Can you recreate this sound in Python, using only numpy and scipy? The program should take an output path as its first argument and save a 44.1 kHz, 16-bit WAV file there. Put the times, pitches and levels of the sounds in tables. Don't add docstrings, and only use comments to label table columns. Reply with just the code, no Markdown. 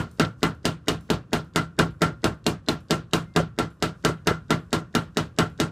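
import sys
import numpy as np
from scipy import signal
from scipy.fft import rfft, irfft, next_fast_len
from scipy.io import wavfile
from scipy.ndimage import uniform_filter1d

SR = 44100
rng = np.random.default_rng(int(sys.argv[2]) if len(sys.argv) > 2 else 0)


def master_out(mix):
    frames = np.transpose(np.atleast_2d(mix))
    ceiling = np.clip(frames, -1, 1)
    pcm = np.round(ceiling * 32767).astype(np.int16)
    wavfile.write(sys.argv[1], SR, pcm)


def invert_db(x):
    u = np.asarray(x, float) / 20
    return 10 ** u


N = 251935
RING = 12288
LEAD = 2000
AGE = np.arange(RING) / SR
USUAL_FORCE_DB = -20


def fade(t60, age=AGE):
    return np.exp(-np.log(1000) * np.maximum(age, 0) / t60)


def build_up(attack_s):
    return 1 - np.exp(-AGE / attack_s)


def end_taper(length_s):
    return np.clip((AGE[-1] - AGE) / length_s, 0, 1)


def unit(x, span_s):
    return x / np.sqrt(np.mean(x[..., :int(span_s * SR)] ** 2, axis=-1, keepdims=True))


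def band(x, hz, octaves):
    n = next_fast_len(x.shape[-1])
    f = np.fft.rfftfreq(n, 1 / SR) + 1
    bell = np.exp(-.5 * (np.log2(f / hz) / octaves) ** 2)
    return irfft(rfft(x, n) * bell, n)[..., :x.shape[-1]]


def coloured(spectrum):
    f = np.fft.rfftfreq(N, 1 / SR) + 1
    hz, db = np.transpose(spectrum)
    x = irfft(rfft(rng.standard_normal(N)) * invert_db(np.interp(np.log(f), np.log(hz), db)), N)
    return x / x.std()


def wobble(shape, rate):
    knots = rng.standard_normal(shape + (int(rate * RING / SR) + 2,))
    position = AGE * rate
    k = position.astype(int)
    part = position - k
    return 1.1 * (knots[..., k] * (1 - part) + knots[..., k + 1] * part)


def held(rate):
    k = int(SR / rate)
    return uniform_filter1d(np.repeat(rng.standard_normal(N // k + 1), k), size=k // 4)[:N]


def modes(table, spread_db, detune, delay_s=0.):
    hz, db, t60 = np.transpose(table)[:3, :, None]
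    chance = rng.standard_normal((len(TAPS), 2, len(table), 1))
    age = np.maximum(AGE - delay_s, 0)
    level = invert_db(db + spread_db * chance[:, 0])
    bent_hz = hz * (1 + detune * chance[:, 1])
    return level * fade(t60, age) * np.sin(2 * np.pi * bent_hz * age)


def place(times, rows):
    out = np.zeros(N + LEAD + RING)
    for s, row in zip(times, rows):
        k = int(round(s * SR)) + LEAD
        out[k:k + RING] += row * end_taper(.05)
    return out[LEAD:LEAD + N]


def small(table, hz, octaves, t60, attack_s=.0001):
    out = []
    for f, db in zip(hz, table[1]):
        burst = band(rng.standard_normal(RING), f, octaves) * fade(t60) * build_up(attack_s)
        out.append(invert_db(db) * burst / np.abs(burst).max())
    return place(table[0], out)


# (frequency [Hz], level [dB], t60 [s])
HEAD_MODES = [(1750, -32, 0.023), (2250, -34.5, 0.013), (2850, 1, 0.14), (3180, -21, 0.09),
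              (3800, 10.5, 0.031), (4210, -27, 0.013), (4830, 14.5, 0.006), (5560, 5.5, 0.019),
              (5570, -1, 0.021), (6550, 9, 0.012), (7330, 8, 0.015), (7500, -29, .06)]


def crack(crack_db, fizz_db):
    click = -.45 * np.exp(-.5 * ((AGE - .0002) / .00006) ** 2)
    head = unit(modes(HEAD_MODES, spread_db=1.5, detune=0.018, delay_s=0.0002994).sum(1), 0.012)
    noise = rng.standard_normal((2, len(TAPS), RING))
    splinter = unit(band(noise[0], 3610, 0.31) * fade(0.054), 0.018)
    spit = unit(band(noise[1], 4430, 1.0) * fade(0.025), 0.0079)
    return click + invert_db(crack_db - 4.0) * head + invert_db(crack_db - 7.5) * splinter + invert_db(fizz_db + 4.0) * spit


# (time [s], frequency [Hz], level [dB])
HEAD_PINGS = [(0.1974, 2705, -16), (0.4311, 1830, -39), (0.6561, 2970, -17.5), (0.8836, 2840, -14),
              (1.103, 2900, -21.5), (1.5599, 2060, -20), (1.792, 2430, -14), (1.796, 1510, -5),
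              (2.0189, 2850, -25), (2.2422, 2960, -24.5), (2.4654, 4210, -14), (2.687, 4100, -10.5),
              (2.689, 3580, -16), (2.9089, 3170, -25), (3.1338, 3150, -16), (3.3615, 2760, -18),
              (4.2716, 3830, -24.5), (4.274, 2740, -17), (4.5055, 3770, -32), (4.514, 1400, -12.5),
              (4.7278, 2250, -26.5), (4.951, 4030, -18), (5.1742, 1900, -25), (5.3893, 2890, -24),
              (5.601, 1920, -23)]


def pings():
    s, hz, db = np.transpose(HEAD_PINGS)[..., None]
    return place(s[:, 0], invert_db(db) * np.sin(2 * np.pi * hz * AGE) * fade(0.028) * build_up(0.0016))


# (frequency [Hz], level [dB], t60 [s])
STEEL_MODES = [(1200, -15, .1), (1335, -5, .16), (1362, 0, .18), (1390, -7, .25), (1415, -10, .2),
               (1480, -19, .32), (1560, -7, .1), (2032, -12, .16), (2510, -20, .15), (2869, -13, .14),
               (3176, -18, .15), (8000, -26, .17)]
# (frequency [Hz], level [dB], t60 [s])
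VICE_MODES = [(510, -6, .16), (620, -3, .16), (712, -5, .15), (880, -8, .14), (1068, -3, .15)]


def steel(ring_db, bench_db):
    chatter = 1 + .45 * wobble((len(TAPS), len(STEEL_MODES)), rate=70)
    ring = np.sum(chatter * modes(STEEL_MODES, spread_db=0.5, detune=0.0036), axis=1)
    ring = ring * build_up(0.0042) ** 2
    clank = band(rng.standard_normal((len(TAPS), RING)), 1705, 0.29) * fade(0.16) * build_up(0.004)
    vice = modes(VICE_MODES, spread_db=4.0, detune=0.01).sum(1) * build_up(0.025)
    blade = invert_db(ring_db - 2.5) * unit(ring, 0.055) + invert_db(ring_db - 6.5) * unit(clank, 0.039)
    return blade + invert_db(bench_db - 16) * unit(vice, 0.035)


# (frequency [Hz], level [dB], t60 [s], way it first moves [+1 or -1], arrival [ms])
BENCH_MODES = [(62.1, -32.3, 0.298, -1.0, 17.28), (88.3, -18.2, 0.121, -1.0, 2.28),
               (106.7, -22.7, 0.224, 1.0, 5.51), (136.5, -23.2, 0.247, 1.0, 6.05),
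               (164.7, -15.7, 0.237, 1.0, 5.98), (172.1, -14.2, 0.082, -1.0, 7.41),
               (237.2, -10.2, 0.051, 1.0, 5.0), (278.2, -7.6, 0.02, -1.0, 6.0),
               (289.0, -21.4, 0.073, 1.0, 1.3), (330.1, -21.7, 0.161, -1.0, 2.08),
               (431.0, -18.2, 0.097, 1.0, 1.45), (545.7, -16.0, 0.02, 1.0, 0.96),
               (623.2, -20.6, 0.043, -1.0, 0.12), (706.1, -30.7, 0.102, -1.0, 1.45)]
# (time after the blow [s], share of the blow [ratio])
BENCH_ROCKS = [
    (0, 1),
    (.0408, .24),
    (.0713, -.094),
]


def bench(bench_db, sway_db, ring_db):
    hz, _, _, way, start_ms = np.transpose(BENCH_MODES)[..., None]
    sways = (hz > 140) & (hz < 200)
    db = np.where(sways, sway_db[:, None] + 31.5, bench_db[:, None] + 21.0)
    db = db + np.where(hz < 140, -.6, 0)
    top_board = (hz > 220) * (hz < 300)
    db = db - top_board * .8 * (bench_db[:, None] - USUAL_FORCE_DB)
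    db = db - (hz > 400) * 0.22 * (ring_db[:, None] + 27.5)
    moving = modes(BENCH_MODES, spread_db=.8, detune=.003, delay_s=start_ms / 1000)
    ring = np.sum(way * invert_db(db) * moving, axis=1)
    ring = signal.lfilter(*signal.butter(1, 2500, fs=SR), ring) * end_taper(.1)
    strength = invert_db(2.5 * rng.standard_normal((len(TAPS), len(BENCH_ROCKS))))
    strength[:, 0] = 1
    out = 0
    for k, (s, share) in enumerate(BENCH_ROCKS):
        out = out + share * strength[:, [k]] * np.roll(ring, int(s * SR), axis=1)
    return out


def tools(crack_db, count=30):
    hz = 1600 * 2.8 ** rng.random((count, 1))
    chance = rng.random((len(TAPS), 3, count, 1))
    age = np.maximum(AGE - .035 * chance[:, 0], 0)
    t60 = .025 + .04 * chance[:, 2]
    tones = invert_db(-12 * chance[:, 1]) * np.sin(2 * np.pi * hz * age) * fade(t60, age)
    return invert_db(.5 * crack_db - 32.5) * unit(tones.sum(1), 0.11)


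# (time [s], peak level [dB], frequency [Hz])
LOOSE_PARTS = [
    (0.2482, -22.5, 3130),
    (3.4004, -13.5, 450),
    (4.095, -18, 420),
    (4.312, -15, 428),
]


def rattles():
    jumps = np.transpose(LOOSE_PARTS)
    return small(jumps, jumps[2], 0.49, 0.036, attack_s=0.00079)


# (frequency [Hz], level [dB], t60 [s])
SHED_DECAY = [(68.7, -25.5, 1), (208, -3.5, 0.21), (500, -9.5, 0.23), (1060, -6, 0.18), (1920, -4, 0.29),
              (3000, 11, 0.21), (4780, 12.5, 0.17), (7030, -1, 0.19), (9000, -14, 0.1),
              (15000, -15.5, 0.15)]


def shed(crack_db, fizz_db, bench_db):
    noise = 0.43 * rng.standard_normal(RING) + 1.13 * rng.standard_normal((len(TAPS), RING))
    hz, db, t60 = np.transpose(SHED_DECAY)
    out = 0
    for centre in 60 * 2 ** (np.arange(17) / 2):
        gain_db = np.interp(np.log(centre), np.log(hz), db)
        decay = np.interp(np.log(centre), np.log(hz), t60)
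        if centre < 1500:
            drive_db = bench_db
        elif centre < 5500:
            drive_db = 0.83 * crack_db - 23.0
        else:
            drive_db = 0.87 * fizz_db
        patchy_db = 2.5 * wobble((len(TAPS),), rate=45) * (centre > 1200)
        level = invert_db(gain_db + drive_db + patchy_db - 3.5)
        out = out + level * unit(band(noise, centre, 0.29), 0.42) * fade(decay)
    return out * build_up(0.0039)


# (time [s], peak level [dB], hiss after it [dB])
LOUD_TICKS = [
    (0.1135, -47.5, -12.5),
    (1.0086, -49.5, -13.5),
    (5.2686, -60, -13),
]
# (frequency [Hz], width [Hz], level [dB])
CLOCK_CASE = [(7560, 32, 4.5), (8900, 25, -6), (9210, 29, 0), (10200, 28, -4), (10500, 70, -2.5),
              (11000, 67, -2), (11400, 33, 0), (12200, 38, -5)]


def ticks():
    beat = np.arange(13)
    is_tock = beat % 2
    beat_s = .112 + .4489 * beat - .012 * is_tock
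    beat_db = np.where(is_tock, -59, -57)
    ring_db = np.where(is_tock, -95, -79)
    beat_hiss_db = np.where(is_tock, -9, -10)
    hz, _, mode_db = np.transpose(CLOCK_CASE)[..., None]
    ring = unit(np.sum(invert_db(mode_db) * np.sin(2 * np.pi * hz * AGE), axis=0) * fade(.35), 0.046)
    s, db, hiss_db = np.c_[np.transpose(LOUD_TICKS), [beat_s, beat_db, beat_hiss_db]]
    click = small((s, db), np.full(len(s), 7500.), .7, 0.018)
    hiss = small((s, db + hiss_db), np.full(len(s), 7000.), .9, 0.65)
    return click + hiss + place(beat_s, invert_db(ring_db)[:, None] * ring)


def bird():
    start_s, end_s, hz, level_db = 3.24, 3.36, 2100, -65
    t = np.arange(N) / SR
    breath = np.sin(np.pi * np.clip((t - start_s) / (end_s - start_s), 0, 1)).clip(0)
    return invert_db(level_db) * np.sqrt(breath) * np.sin(2 * np.pi * hz * t)


# (frequency [Hz], level per Hz [dB])
HUSH_SPECTRUM = [(24, -39.5), (40, -2), (167, 8), (918, -20), (1070, -10), (1810, -20.5), (2100, -34),
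                 (2570, -27), (9220, -57.5), (16000, -82)]
# (time [s], peak level [dB])
LEAF_GUSTS = [
    (.25, -56),
    (.48, -65),
    (1.06, -67),
    (4.01, -66.5),
    (5.71, -71.5),
]


def hush():
    calm_db, rise_db_s, fall_db_s = -76.5, 80, 150.5
    rustle = band(rng.standard_normal(N), 5200, .8)
    s, peak_db = np.transpose(LEAF_GUSTS)[..., None]
    since = np.arange(N) / SR - s
    gust_db = peak_db - np.where(since < 0, -rise_db_s * since, fall_db_s * since)
    swell_db = np.maximum(gust_db.max(axis=0), calm_db) + 2.0 * held(rate=8)
    return invert_db(-52.5) * coloured(HUSH_SPECTRUM) + invert_db(swell_db - 3.0) * rustle / rustle.std()


# (frequency [Hz], level per Hz [dB])
WIDE_SPECTRUM = [(24, -46), (40, -17.5), (251, 0.5), (466, -8), (554, -15.5), (1170, -7), (1730, -26),
                 (2340, -16.5), (15000, -45)]


def wide():
    noise = coloured(WIDE_SPECTRUM)
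    out = 0
    for centre in 60 * 2 ** (np.arange(17) / 2):
        out = out + invert_db(6.0 * held(rate=9)) * band(noise, centre, 0.11)
    return invert_db(-74) * out


# (time [s], force on the bench [dB], blade ring [dB], face crack [dB])
TAPS = [(-0.0335, -20, -29, -23), (0.1974, -18.5, -24.5, -25.5), (0.4307, -19, -28, -25),
        (0.6538, -22, -33, -23.5), (0.8833, -21, -33.5, -22.5), (1.102, -21, -35.5, -26.5),
        (1.3318, -21, -32.5, -24.5), (1.56, -20, -25, -24), (1.79, -17, -26, -22),
        (2.0187, -18.5, -23, -24), (2.2428, -19, -30, -25), (2.4654, -21.5, -47, -23.5),
        (2.686, -22.5, -32.5, -25.5), (2.9079, -20, -29.5, -22), (3.1343, -20, -31, -22),
        (3.3621, -18.5, -28.5, -24), (3.588, -21.5, -28.5, -29), (3.825, -21.5, -30, -25),
        (4.0494, -19, -25, -22), (4.2719, -18.5, -24.5, -22.5), (4.5058, -19.5, -25.5, -25),
        (4.7298, -20.5, -29, -24.5), (4.951, -21, -28.5, -24.5), (5.1711, -22.5, -32.5, -25.5),
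        (5.3872, -18.5, -24, -22.5), (5.6007, -22, -32, -25)]


def scene():
    s, *levels = np.transpose(TAPS)
    bench_db, ring_db, crack_db = (c[:, None] for c in levels)
    extra_ring_db = ring_db - ring_db.mean()
    sway_db = -30.5 + 1.27 * (bench_db - USUAL_FORCE_DB) + 0.083 * extra_ring_db
    fizz_db = -33.5 + 0.98 * (crack_db + 24.5) - 0.11 * extra_ring_db
    thump = np.roll(bench(bench_db, sway_db, ring_db), -22, axis=1)
    blows = crack(crack_db, fizz_db) + steel(ring_db, bench_db) + thump
    blows = blows + tools(crack_db) + shed(crack_db, fizz_db, bench_db)
    far = ticks()
    mid = place(s - .0002, blows) + pings() + rattles() + far + bird() + hush()
    side = wide() + invert_db(-6) * far
    return np.array([mid + side, mid - side])


def low_pass(x):
    return signal.sosfilt(signal.butter(12, 16430, fs=SR, output="sos"), x)


def record(dry):
    x = signal.sosfilt(signal.butter(2, 30, "high", fs=SR, output="sos"), dry)
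    mid, side = (x[0] + x[1]) / 2, (x[0] - x[1]) / 2
    mid = 0.67 * np.tanh(mid / 0.7)
    top = signal.sosfilt(signal.ellip(8, .2, 70, 15150, fs=SR, output="sos"), mid)
    mid = top + invert_db(-30) * (mid - top)
    ghost = band(np.roll(mid, -1024), 5000, .8)
    ghost = ghost * invert_db(3.7 * held(rate=2.9))
    blur = rng.standard_normal(540) * np.linspace(1, .6, 540)
    smear = signal.fftconvolve(mid[::-1], blur / np.linalg.norm(blur))[:N][::-1]
    smear = smear * (.7 + .7 * held(rate=400)) * invert_db(1.5 * held(rate=6))
    early = invert_db(-10) * band(smear, 1700, 0.2) + invert_db(-31) * band(smear, 6600, 0.89)
    early = early + invert_db(-14) * band(smear, 300, 0.9)
    mid = mid + invert_db(-37) * ghost + early
    side = side * (uniform_filter1d(np.abs(mid), size=1500) < invert_db(-32))
    leak_s, leak_length_s, leak_db = 2.2545, .004, -4
    leak = np.exp(-.5 * ((np.arange(N) / SR - leak_s) / (leak_length_s / 2)) ** 2)
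    side = side + invert_db(leak_db) * leak * band(mid * held(rate=3000), 7000, 0.55)
    return low_pass(np.array([mid + side, mid - side]))


dry = scene()
out = record(dry)
master_out(out)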